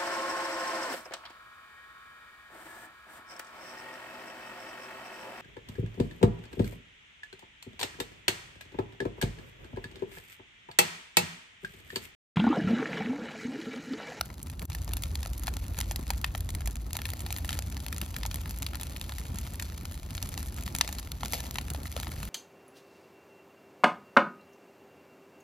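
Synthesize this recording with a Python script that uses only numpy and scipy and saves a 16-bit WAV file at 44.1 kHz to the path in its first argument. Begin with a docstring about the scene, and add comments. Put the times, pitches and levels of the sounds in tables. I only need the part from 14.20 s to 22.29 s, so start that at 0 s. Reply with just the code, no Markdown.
"""A burning heap of dry weeds and grass, in an open yard, a few steps from a two-port stereo microphone.
The flame column drones and roars, and its tongues flutter and flare. Thick stalks burst in sharp pops
over a dense crackle of thin blades and a soft sizzle of tiny snaps. Vapour spurts from split stalks.
Logs and tree trunks return faint echoes of the snaps. The whole sound drops out for an instant
just before half a second, and a faint, very brief tone rings once near the end."""
import sys
import numpy as np
from scipy import signal
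from scipy.fft import rfft, irfft, next_fast_len
from scipy.io import wavfile
from scipy.ndimage import uniform_filter1d

SR = 44100
rng = np.random.default_rng(int(sys.argv[2]) if len(sys.argv) > 2 else 0)


def dump(signal):
    """Clip the signal to [-1, 1] and save it as 16-bit WAV at the path in sys.argv[1]."""
    limited = np.clip(np.atleast_2d(signal).T, -1, 1)
    pcm = np.round(limited * 32767).astype(np.int16)
    wavfile.write(sys.argv[1], SR, pcm)


N = 356769

# strength of the flame column: (time [s], relative drone level [dB], relative roar level [dB])
COLUMN_LEVELS = [(0, -48, -46), (0.33, -51, -39), (0.58, -38.5, -35), (1.85, -34.5, -40),
                 (2.22, -36.5, -34.5), (2.45, -30, -40.5), (2.85, -47.5, -37.5), (3.3, -40, -36),
                 (3.7, -52, -38), (4.1, -36.5, -37.5), (4.7, -44, -42), (5.1, -39, -38.5),
                 (5.6, -43, -41.5), (6.15, -40.5, -39), (6.9, -42.5, -43.5), (7.35, -45.5, -40),
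                 (8.08, -40.5, -41)]
# the column's deep drone: (frequency [Hz], relative level [dB])
DRONE_SPECTRUM = [(20, -42), (32, -11), (44, -3), (51, 7), (55, 8.5), (60, 3.5), (68, -9), (90, -53),
                  (200, -80)]
# the column's roar: (frequency [Hz], relative level [dB])
ROAR_SPECTRUM = [(25, -47), (48, -6), (62, 2.5), (72, 9), (82, 1), (92, 5), (102, -7), (135, -14),
                 (200, -39), (400, -75)]
# flutter of the flame tongues, before flicker: (time [s], level [dB])
TONGUE_LEVEL = [(0, -50), (1.0, -46.5), (2.3, -47.5), (3.4, -46), (5.0, -47.5), (6.1, -46.5), (6.8, -46.5),
                (7.25, -45), (8.09, -46)]
# colour of that flutter: (frequency [Hz], relative level [dB])
TONGUE_SPECTRUM = [(30, -30), (80, -15.5), (125, 2.5), (175, -2), (270, -6), (340, -11), (430, -17),
                   (800, -19), (1400, -24), (3000, -45)]
# a tongue flares with a soft whump: (time [s], relative peak level [dB])
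TONGUE_FLARES = [(0.424, -25), (1.584, -29.5), (1.791, -28), (3.826, -30)]
# how fast fresh grass catches: (time [s], relative level [dB])
BURN_LEVEL = [(0.0, -59), (0.4, -59.5), (0.59, -54.5), (1.08, -55), (1.76, -53.5), (2.2, -57), (2.7, -57),
              (2.93, -53), (3.2, -51), (3.83, -54), (4.15, -52.5), (4.85, -51.5), (5.2, -53), (5.8, -53),
              (6.02, -52), (6.35, -52), (6.58, -50), (6.93, -54), (7.18, -48.5), (7.5, -54), (8.09, -50)]
# hiss of the tiniest snaps: (frequency [Hz], relative level [dB])
SIZZLE_SPECTRUM = [(300, -9), (600, 8.5), (900, 5.5), (1300, -5.5), (2200, 4.5), (4000, 4.5), (5500, 6),
                   (10000, 0), (13000, 4.5), (15800, -15), (17000, -30)]
# vapour escaping from split stalks: (time [s], relative level [dB], decay [s])
VAPOUR_SPURTS = [(2.742, -44, 0.0096), (6.635, -54, 0.05), (7.133, -36, 0.036)]
# the knock, crack and tick registers of a snap: (low edge [Hz], high edge [Hz])
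SNAP_BANDS = [(470, 1370), (1600, 5710), (6800, 15400)]
# the thickest stalks bursting, and the loudest snaps of thin blades: (time [s], ring [Hz], relative level [dB],
# tilt toward treble [dB])
LOUD_SNAPS = [(0.01, 1320, -20, 6.5), (0.101, 1700, -42, -3.5), (0.2282, 12500, -47.5, 14.5),
              (0.2982, 7500, -39, -1), (0.3935, 6300, -38, 2), (0.4176, 1200, -38, 7),
              (0.4523, 10500, -47, 9), (0.4994, 10500, -35.5, -7), (0.5179, 3500, -41.5, -2),
              (0.53, 4500, -43, 3), (0.5485, 7600, -30.5, -1.5), (0.5842, 4500, -46, 5),
              (0.6446, 10500, -45.5, 5), (0.677, 890, -35, 6), (0.734, 10800, -27, -1),
              (0.7679, 10500, -29.5, -2), (0.8213, 9600, -38, 3), (0.835, 5150, -30, 3),
              (0.9539, 4130, -32, 3), (1.0293, 5800, -33, -1.5), (1.059, 870, -32, 8.5),
              (1.132, 10500, -38.5, -3), (1.1783, 10500, -43, 6), (1.1949, 10500, -44, 5),
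              (1.2341, 10500, -34, -2), (1.2692, 7900, -30.5, -1), (1.279, 1250, -25, 3),
              (1.287, 10500, -39, -1), (1.3373, 7800, -38, 1), (1.3672, 870, -31, 12.5),
              (1.5871, 10900, -25.5, -5.5), (1.6023, 9610, -28.5, -2), (1.6107, 6000, -26.5, 0),
              (1.7106, 726, -25.5, 11), (1.718, 10500, -36.5, 1), (1.7591, 6200, -29.5, 3),
              (1.8784, 7500, -41, 0), (1.9034, 720, -18.5, 10.5), (1.934, 2000, -43, 11),
              (2.0136, 10500, -39, 0), (2.043, 2320, -22.5, 0.5), (2.149, 1430, -29, 1),
              (2.156, 10500, -41, 0.5), (2.1764, 10500, -39, 1), (2.2057, 13000, -33.5, -0.5),
              (2.2896, 7900, -32.5, -4.5), (2.3032, 5700, -41.5, 8.5), (2.349, 7600, -32.5, 1),
              (2.406, 885, -35.5, 11), (2.4576, 7660, -34, 0), (2.4737, 710, -26.5, 14.5),
              (2.5554, 7500, -37, 0), (2.7305, 9370, -31, 2), (2.7528, 7860, -32, -10),
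              (2.7672, 11500, -24.5, -4), (2.7886, 1400, -34, 3), (2.817, 1960, -35, 10.5),
              (2.8532, 2480, -30, 5.5), (2.8885, 10500, -33, -9), (2.902, 13000, -31.5, 1),
              (2.934, 796, -30, 14), (3.0042, 9200, -36.5, 0), (3.0183, 9000, -43, 1),
              (3.0629, 8910, -31, -7), (3.1046, 1500, -32, 5), (3.1253, 9100, -30.5, 2.5),
              (3.1427, 7500, -54, -2), (3.163, 5200, -33.5, 1), (3.173, 10500, -44, 8),
              (3.184, 13000, -32, -1), (3.246, 880, -30.5, 11), (3.254, 7600, -42, 5),
              (3.2777, 7500, -47, 3), (3.2906, 2600, -29.5, 4.5), (3.3053, 7860, -31, -6),
              (3.328, 2600, -32.5, 7), (3.3424, 10500, -45, 5), (3.389, 780, -25.5, 13.5),
              (3.4221, 4700, -39.5, 4), (3.523, 6000, -40, 0), (3.5672, 5100, -36, -4),
              (3.6017, 7500, -38, -3), (3.6633, 1320, -31.5, 10), (3.6826, 6400, -36, 1),
              (3.7261, 2000, -31.5, 9.5), (3.763, 5500, -38, 0), (3.781, 7470, -35.5, 3),
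              (3.814, 1930, -30.5, 11.5), (3.9413, 4700, -38, -3), (3.9635, 1770, -30.5, 10),
              (3.9843, 10500, -41, 2), (4.032, 3000, -33.5, 1), (4.052, 804, -30.5, 4.5),
              (4.0614, 7000, -32, 3), (4.112, 3900, -35.5, 1), (4.1425, 10900, -29, -2.5),
              (4.1572, 9400, -34, 1), (4.257, 1600, -38, 1), (4.293, 10500, -36.5, -1.5),
              (4.308, 3420, -44.5, 17), (4.386, 13000, -44, 10), (4.4214, 9900, -30.5, -1),
              (4.428, 6500, -33.5, 0), (4.464, 3600, -30.5, 2.5), (4.5331, 1500, -39, -2),
              (4.5455, 3100, -40, -5), (4.554, 12100, -29, -5.5), (4.611, 12400, -31, -0.5),
              (4.6318, 8690, -33, 0), (4.6682, 7500, -39, -1), (4.763, 3070, -38.5, 4),
              (4.8124, 4290, -33.5, 4), (4.84, 4500, -43, 1), (4.893, 1000, -33, 6.5),
              (4.9205, 1600, -36.5, 2), (4.9595, 4500, -48, 4), (4.9828, 1320, -34.5, 12.5),
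              (5.157, 7500, -40.5, 1), (5.185, 7000, -34, 2.5), (5.335, 8800, -46, 7),
              (5.3967, 2040, -31, 8), (5.423, 7660, -30.5, -2), (5.5771, 10500, -40, -2),
              (5.653, 8000, -32.5, -5), (5.9055, 3500, -42.5, 8), (5.95, 5500, -36.5, 2),
              (5.978, 3730, -35.5, -3), (6.0257, 6460, -29, 2), (6.089, 10500, -37, 0.5),
              (6.1398, 7900, -35, -3), (6.1757, 7100, -29, -4.5), (6.228, 10500, -34.5, -3.5),
              (6.2833, 7500, -43, 1), (6.3227, 7500, -44, -1), (6.435, 10000, -41, 3),
              (6.462, 3000, -41, 12), (6.477, 1300, -32.5, 5.5), (6.5494, 8900, -24.5, -2),
              (6.562, 7500, -35, 1), (6.585, 7600, -31, 3), (6.6102, 3800, -16, 0.5),
              (6.646, 2000, -40, 3), (6.6757, 4320, -33, 5), (6.6891, 650, -29, 11),
              (6.726, 8200, -31.5, -2), (6.784, 4540, -34.5, 2.5), (6.796, 9000, -37, 0),
              (6.8273, 7500, -40, -6), (6.9172, 4450, -34, 5), (7.0069, 6000, -42, 0),
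              (7.032, 1080, -27.5, -1), (7.0483, 9000, -32, -6), (7.0574, 7100, -29.5, -4.5),
              (7.1217, 10400, -31.5, 1), (7.1332, 1090, -23, 10), (7.141, 4630, -34, 9),
              (7.203, 8690, -32, -3.5), (7.309, 9860, -31.5, -3), (7.3424, 10500, -40, 0),
              (7.356, 1490, -29, 5), (7.3838, 2450, -27, -0.5), (7.501, 7400, -32.5, 1.5),
              (7.535, 10500, -41.5, 5), (7.5469, 746, -31, 6.5), (7.6317, 7500, -42, 0),
              (7.6546, 1800, -37, 2), (7.669, 4000, -42, 2), (7.716, 7500, -41.5, 3),
              (7.7242, 5000, -41, 5), (7.7644, 667, -25, 8), (7.775, 900, -35, 8),
              (7.799, 10200, -30, -5.5), (7.8306, 1890, -33.5, 5), (7.869, 1640, -35.5, -3.5),
              (7.9165, 2000, -40, 7), (8.029, 950, -31, 7.5)]
# a brief dropout of the whole sound: (time [s], gain [dB])
DROPOUT = [(.455, 0), (.466, -20), (.474, -18), (.492, 0)]
# width of diffuse sound at the microphone: (frequency [Hz], relative side minus mid [dB])
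DIFFUSE_WIDTH = [(40, -31), (80, -25), (160, -21), (330, -15), (600, -2.5), (1600, -3), (1900, -24),
                 (3200, 1.5), (4300, -20), (5300, 6), (8300, -36), (12000, -22), (13500, -9), (15500, -17)]
# colour shared by both microphone ports: (frequency [Hz], gain [dB])
MIC_COLOUR = [(500, 5), (820, 4), (1100, -2), (1350, 2), (1615, -2.5), (1680, 0), (1900, -1.04),
              (2600, -0.2), (3200, -0.96), (4400, -0.1), (5250, -4), (7000, -0.5), (8300, -1),
              (10500, -0.5), (13500, -2), (15700, -6), (16500, -31)]
# balance between the ports: (frequency [Hz], left minus right [dB])
MIC_BALANCE = [(300, 12), (550, 4.5), (850, 1.5), (1100, 2.5), (1500, 0), (2200, 0.5), (3200, 5),
               (3800, 2.5), (5200, 2.5), (6500, 1.3), (9000, -0.5), (16000, 0.5)]
# phase between the ports: (frequency [Hz], left lead [rad])
MIC_PHASE = [(300, -1.5), (750, 0.5), (1000, 0.3), (1200, -1.78), (1570, 3), (1800, -0.5), (2900, 1.07),
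             (3800, 0.64), (4700, 0.96), (5500, -1.1), (6700, -1.48), (8300, -3), (11000, -5.5),
             (13000, -6.5), (15000, -10.5)]

SIDES = np.array([[.5], [-.5]])   # splits a difference between left and right


def from_db(db):
    """Decibels to gain."""
    return 10 ** (np.asarray(db) / 20)


def rms_one(x):
    """Scale to rms 1."""
    return x / np.sqrt(np.mean(x ** 2) + 1e-20)


def in_time(rows):
    """The columns of a curve table at every sample."""
    s, *columns = np.transpose(rows)
    return [np.interp(np.arange(N) / SR, s, c) for c in columns]


def at_hz(points, hz):
    """Read a spectrum on a log-frequency axis."""
    f, value = np.transpose(points)
    return np.interp(np.log(hz + 1e-9), np.log(f), value)


def drift(rate_hz):
    """A random wander of rms 1 that turns about rate_hz times a second."""
    beats = np.arange(N) / SR * rate_hz
    return rms_one(np.interp(beats, np.arange(4096), rng.standard_normal(4096)))


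def stereo_noise(spectrum, side_db):
    """Diffuse coloured noise at the microphone, rms 1; side_db widens it."""
    size = next_fast_len(N, real=True)
    hz = np.fft.rfftfreq(size, 1 / SR)
    mid, side = rfft(rng.standard_normal((2, size)))
    width = from_db(at_hz(DIFFUSE_WIDTH, hz) + side_db)
    pair = (mid + width * side * 2 * SIDES) / np.sqrt(1 + width ** 2)
    return rms_one(irfft(pair * from_db(at_hz(spectrum, hz)), size)[:, :N])


def flame_column(drone_gain_db=-1, evenness=0.64, puff_s=0.097):
    """The flame column over the heap drones and roars in deep puffs."""
    drone_db, roar_db = in_time(COLUMN_LEVELS)
    drone = stereo_noise(DRONE_SPECTRUM, side_db=-6.0)
    roar = stereo_noise(ROAR_SPECTRUM, side_db=-1.5)
    column = from_db(drone_db + drone_gain_db) * drone + from_db(roar_db) * roar
    swell = np.sqrt(uniform_filter1d((drone[0] + roar[0]) ** 2, int(puff_s * SR)) / 2 + 1e-6)
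    return column / swell ** evenness   # a steady draught evens out the puffs


def flame_tongues(flicker_db=2.5, flare_gain_db=-7, flare_peak_s=0.0032, flare_width_s=0.0058):
    """Tongues of flame flutter steadily, and now and then one flares up."""
    steady_db, = in_time(TONGUE_LEVEL)
    level = from_db(steady_db + flicker_db * drift(60))
    for s, peak_db in TONGUE_FLARES:
        from_peak_s = np.arange(N) / SR - s - flare_peak_s
        level += from_db(peak_db + flare_gain_db) * np.exp(-(from_peak_s / flare_width_s) ** 2)
    return level * stereo_noise(TONGUE_SPECTRUM, side_db=2.0)


def sizzle(burn_db, gain_db=-4.0, grain_db=3.5, spurt_rise_s=0.001):
    """Countless tiny snaps merge into a grainy hiss, which swells where a split stalk lets out vapour."""
    level = from_db(burn_db + gain_db)
    for s, spurt_db, decay_s in VAPOUR_SPURTS:
        age = np.maximum(np.arange(N) / SR - s, 0)
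        level += from_db(spurt_db) * np.exp(-age / decay_s) * (1 - np.exp(-age / spurt_rise_s))
    grain = from_db(grain_db * drift(450))
    return level * grain * stereo_noise(SIZZLE_SPECTRUM, side_db=-4.5)


def ground_bounce(hz, count, bounce_db=-6.5, bounce_s=0.001124, spread=0.21, dull_hz=4000):
    """The ground returns each snap, duller and about a millisecond late: a hollow, woody colour."""
    delay_s = bounce_s * np.exp(spread * rng.standard_normal((count, 1, 1)))
    return 1 + from_db(bounce_db) * np.exp(-2j * np.pi * hz * delay_s) / (1 + 1j * hz / dull_hz)


def snaps(rows, tear_s, tear_db, scatter_s, scatter_db, side_db, variety_db, ring_db, ring_q,
          spread_s, pan_db, size, lead_s=.0013, give_s=.0002, nominal_s=.005):
    """Fibres give, the stalk bursts in a pressure step and tears on; the sound scatters in the heap."""
    # rows: (time [s], ring [Hz], knock [dB], crack [dB], tick [dB])
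    s, ring_hz, *levels_db = np.transpose(rows)[:, :, None, None]
    hz = np.fft.rfftfreq(2 * size, 1 / SR) + 1
    t = (np.arange(size) - round(lead_s * SR)) / SR   # zero at the burst
    fibres, mid, side, traits = rng.standard_normal((len(s), 4, 1, size)).swapaxes(0, 1)
    place, lean, toughness = traits[:, 0, :3].T[:, :, None, None]
    length = from_db(variety_db * np.tanh(toughness))   # brittle stalks click, tough ones rasp
    tear_shape = np.exp(-np.maximum(t / (tear_s * length), -t / give_s))
    tearing = from_db(tear_db) * fibres * np.abs(fibres) * tear_shape
    scatter_shape = np.exp(-np.maximum(t / (scatter_s * length), -t / give_s))
    scatter = from_db(scatter_db) * (mid + from_db(side_db) * SIDES * side) * scatter_shape
    ring = 1 + from_db(ring_db) / (1 + 1j * ring_q * (hz / ring_hz - ring_hz / hz))
    low_cut_hz = np.minimum(0.53 * ring_hz, 860)   # a stalk radiates little far below its ring
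    above = 1j * hz / low_cut_hz
    radiation = np.abs(above ** 2 / (above ** 2 + above + 1)) ** 2
    burst = rfft((t == 0) + tearing + scatter, 2 * size) * ring * radiation * ground_bounce(hz, len(s))
    spectrum = 0
    for band_hz, level_db in zip(SNAP_BANDS, levels_db):   # all registers strike at once: a dry crack
        bandpass = signal.butter(3, band_hz, "band", fs=SR, output="sos")
        part = burst * np.abs(signal.sosfreqz(bandpass, hz, fs=SR)[1])
        energy = np.mean(np.abs(part) ** 2, axis=(1, 2), keepdims=True)
        spectrum = spectrum + part * from_db(level_db) * np.sqrt(nominal_s * SR / energy)
    # the place in the heap shifts level and arrival time between the ports
    pan = from_db(pan_db * lean * SIDES)
    arrival = np.exp(-2j * np.pi * hz * spread_s * place * SIDES)
    waves = irfft(spectrum * pan * arrival)
    starts = np.clip(s.ravel() * SR, 0, N - 1).astype(int)
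    out = np.zeros((2, N + 2 * size))
    for start, wave in zip(starts, waves):
        out[:, start:start + 2 * size] += np.roll(wave, size // 2, axis=1)
    return out[:, size // 2:size // 2 + N]


def blade_crackle(burn_db, count=2000, crowding=.7, cluster_db=3.8, base_db=-44.5, growth=0.28):
    """Thin blades snap in clusters, faster and harder where the grass catches."""
    heat_db = burn_db - burn_db.mean()
    activity = np.cumsum(from_db(crowding * heat_db + cluster_db * drift(45)))
    when, weakness, thinness = rng.random((count, 3)).T
    at = np.searchsorted(activity, when * activity[-1])
    level_db = base_db + growth * heat_db[at] - 20 * np.log10(1 + 10 * weakness)   # most snaps are weak
    ring_hz = 1500 * 9 ** thinness   # thin blades ring higher and tick brighter
    bright_db = 4 * np.sqrt(12) * (thinness - .5)
    knock_db = level_db - 13 - bright_db
    crack_db = level_db - 3.5 - .5 * bright_db
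    tick_db = level_db + .5 * bright_db
    rows = np.column_stack([at / SR, ring_hz, knock_db, crack_db, tick_db])
    return snaps(rows, tear_s=.0007, tear_db=-20, scatter_s=.0024, scatter_db=-27, side_db=1.0,
                 variety_db=5, ring_db=9.0, ring_q=0.7, spread_s=6e-6, pan_db=-1.0, size=320)


def stalk_pops(gain_db=-0.07, fall_db_per_octave=5.0):
    """Thick stalks burst one by one, and the loudest thin blades tick among them; each favours the register
    where it rings, under its own tilt."""
    s, ring_hz, level_db, tilt_db = np.transpose(LOUD_SNAPS)
    centre_hz = np.sqrt(np.prod(SNAP_BANDS, axis=1, keepdims=True))
    knock_db, crack_db, tick_db = level_db - fall_db_per_octave * np.abs(np.log2(centre_hz / ring_hz))
    rows = np.column_stack([s, ring_hz, knock_db - 4 - tilt_db, crack_db, tick_db - 1 + tilt_db])
    pops = snaps(rows, tear_s=.0009, tear_db=-19, scatter_s=.004, scatter_db=-24.5, side_db=-2,
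                 variety_db=5.5, ring_db=0, ring_q=1.2, spread_s=5e-6, pan_db=0.26, size=640)
    return from_db(gain_db) * pops


def brief_ring(at_s=7.2, pitch_hz=1730, level_db=-46, width_s=0.0079):
    """A faint, very brief tone rings once near 1.7 kHz."""
    t = np.arange(N) / SR - at_s
    return from_db(level_db) * np.exp(-(t / width_s) ** 2) * np.sin(2 * np.pi * pitch_hz * t)


def yard_echoes(x, echo_db=-25, decay_s=0.037, delay_s=0.015, dull_hz=4500):
    """Logs and tree trunks around the yard send back a faint, dull spray of echoes."""
    t = np.arange(SR // 2) / SR
    spray = rng.standard_normal((2, len(t))) ** 3 * np.exp(-t / decay_s) * (t > delay_s)
    spray = signal.sosfilt(signal.butter(1, dull_hz, fs=SR, output="sos"), spray)
    return from_db(echo_db) * signal.fftconvolve(x, rms_one(spray) / np.sqrt(len(t)), axes=1)[:, :N]


def microphone_ports(x):
    """The ports colour the sound; the left is mostly louder, and treble reaches the right first."""
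    size = next_fast_len(N + 4096)
    hz = np.fft.rfftfreq(size, 1 / SR)
    gain = from_db(at_hz(MIC_COLOUR, hz) + SIDES * at_hz(MIC_BALANCE, hz))
    phase = np.exp(1j * SIDES * at_hz(MIC_PHASE, hz))
    return irfft(rfft(x, size) * gain * phase, size)[:, :N]


def scene():
    """From a few steps away: pops, crackle and sizzle in the heap, under the roar of the flame."""
    burn_db, = in_time(BURN_LEVEL)
    dropout_db, = in_time(DROPOUT)
    heap = stalk_pops() + blade_crackle(burn_db) + sizzle(burn_db) + brief_ring()
    heap_at_mic = microphone_ports(heap + yard_echoes(heap))
    flame = flame_column() + flame_tongues()
    return from_db(dropout_db) * (heap_at_mic + flame)


def record(dry, ceiling=.9, cutoff_hz=16600):
    """The recorder clips peaks just under full scale, then cuts the top steeply."""
    lowpass = signal.ellip(10, .1, 80, cutoff_hz, fs=SR, output="sos")
    return signal.sosfilt(lowpass, np.clip(dry, -ceiling, ceiling))


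dry = scene()
out = record(dry)
dump(out)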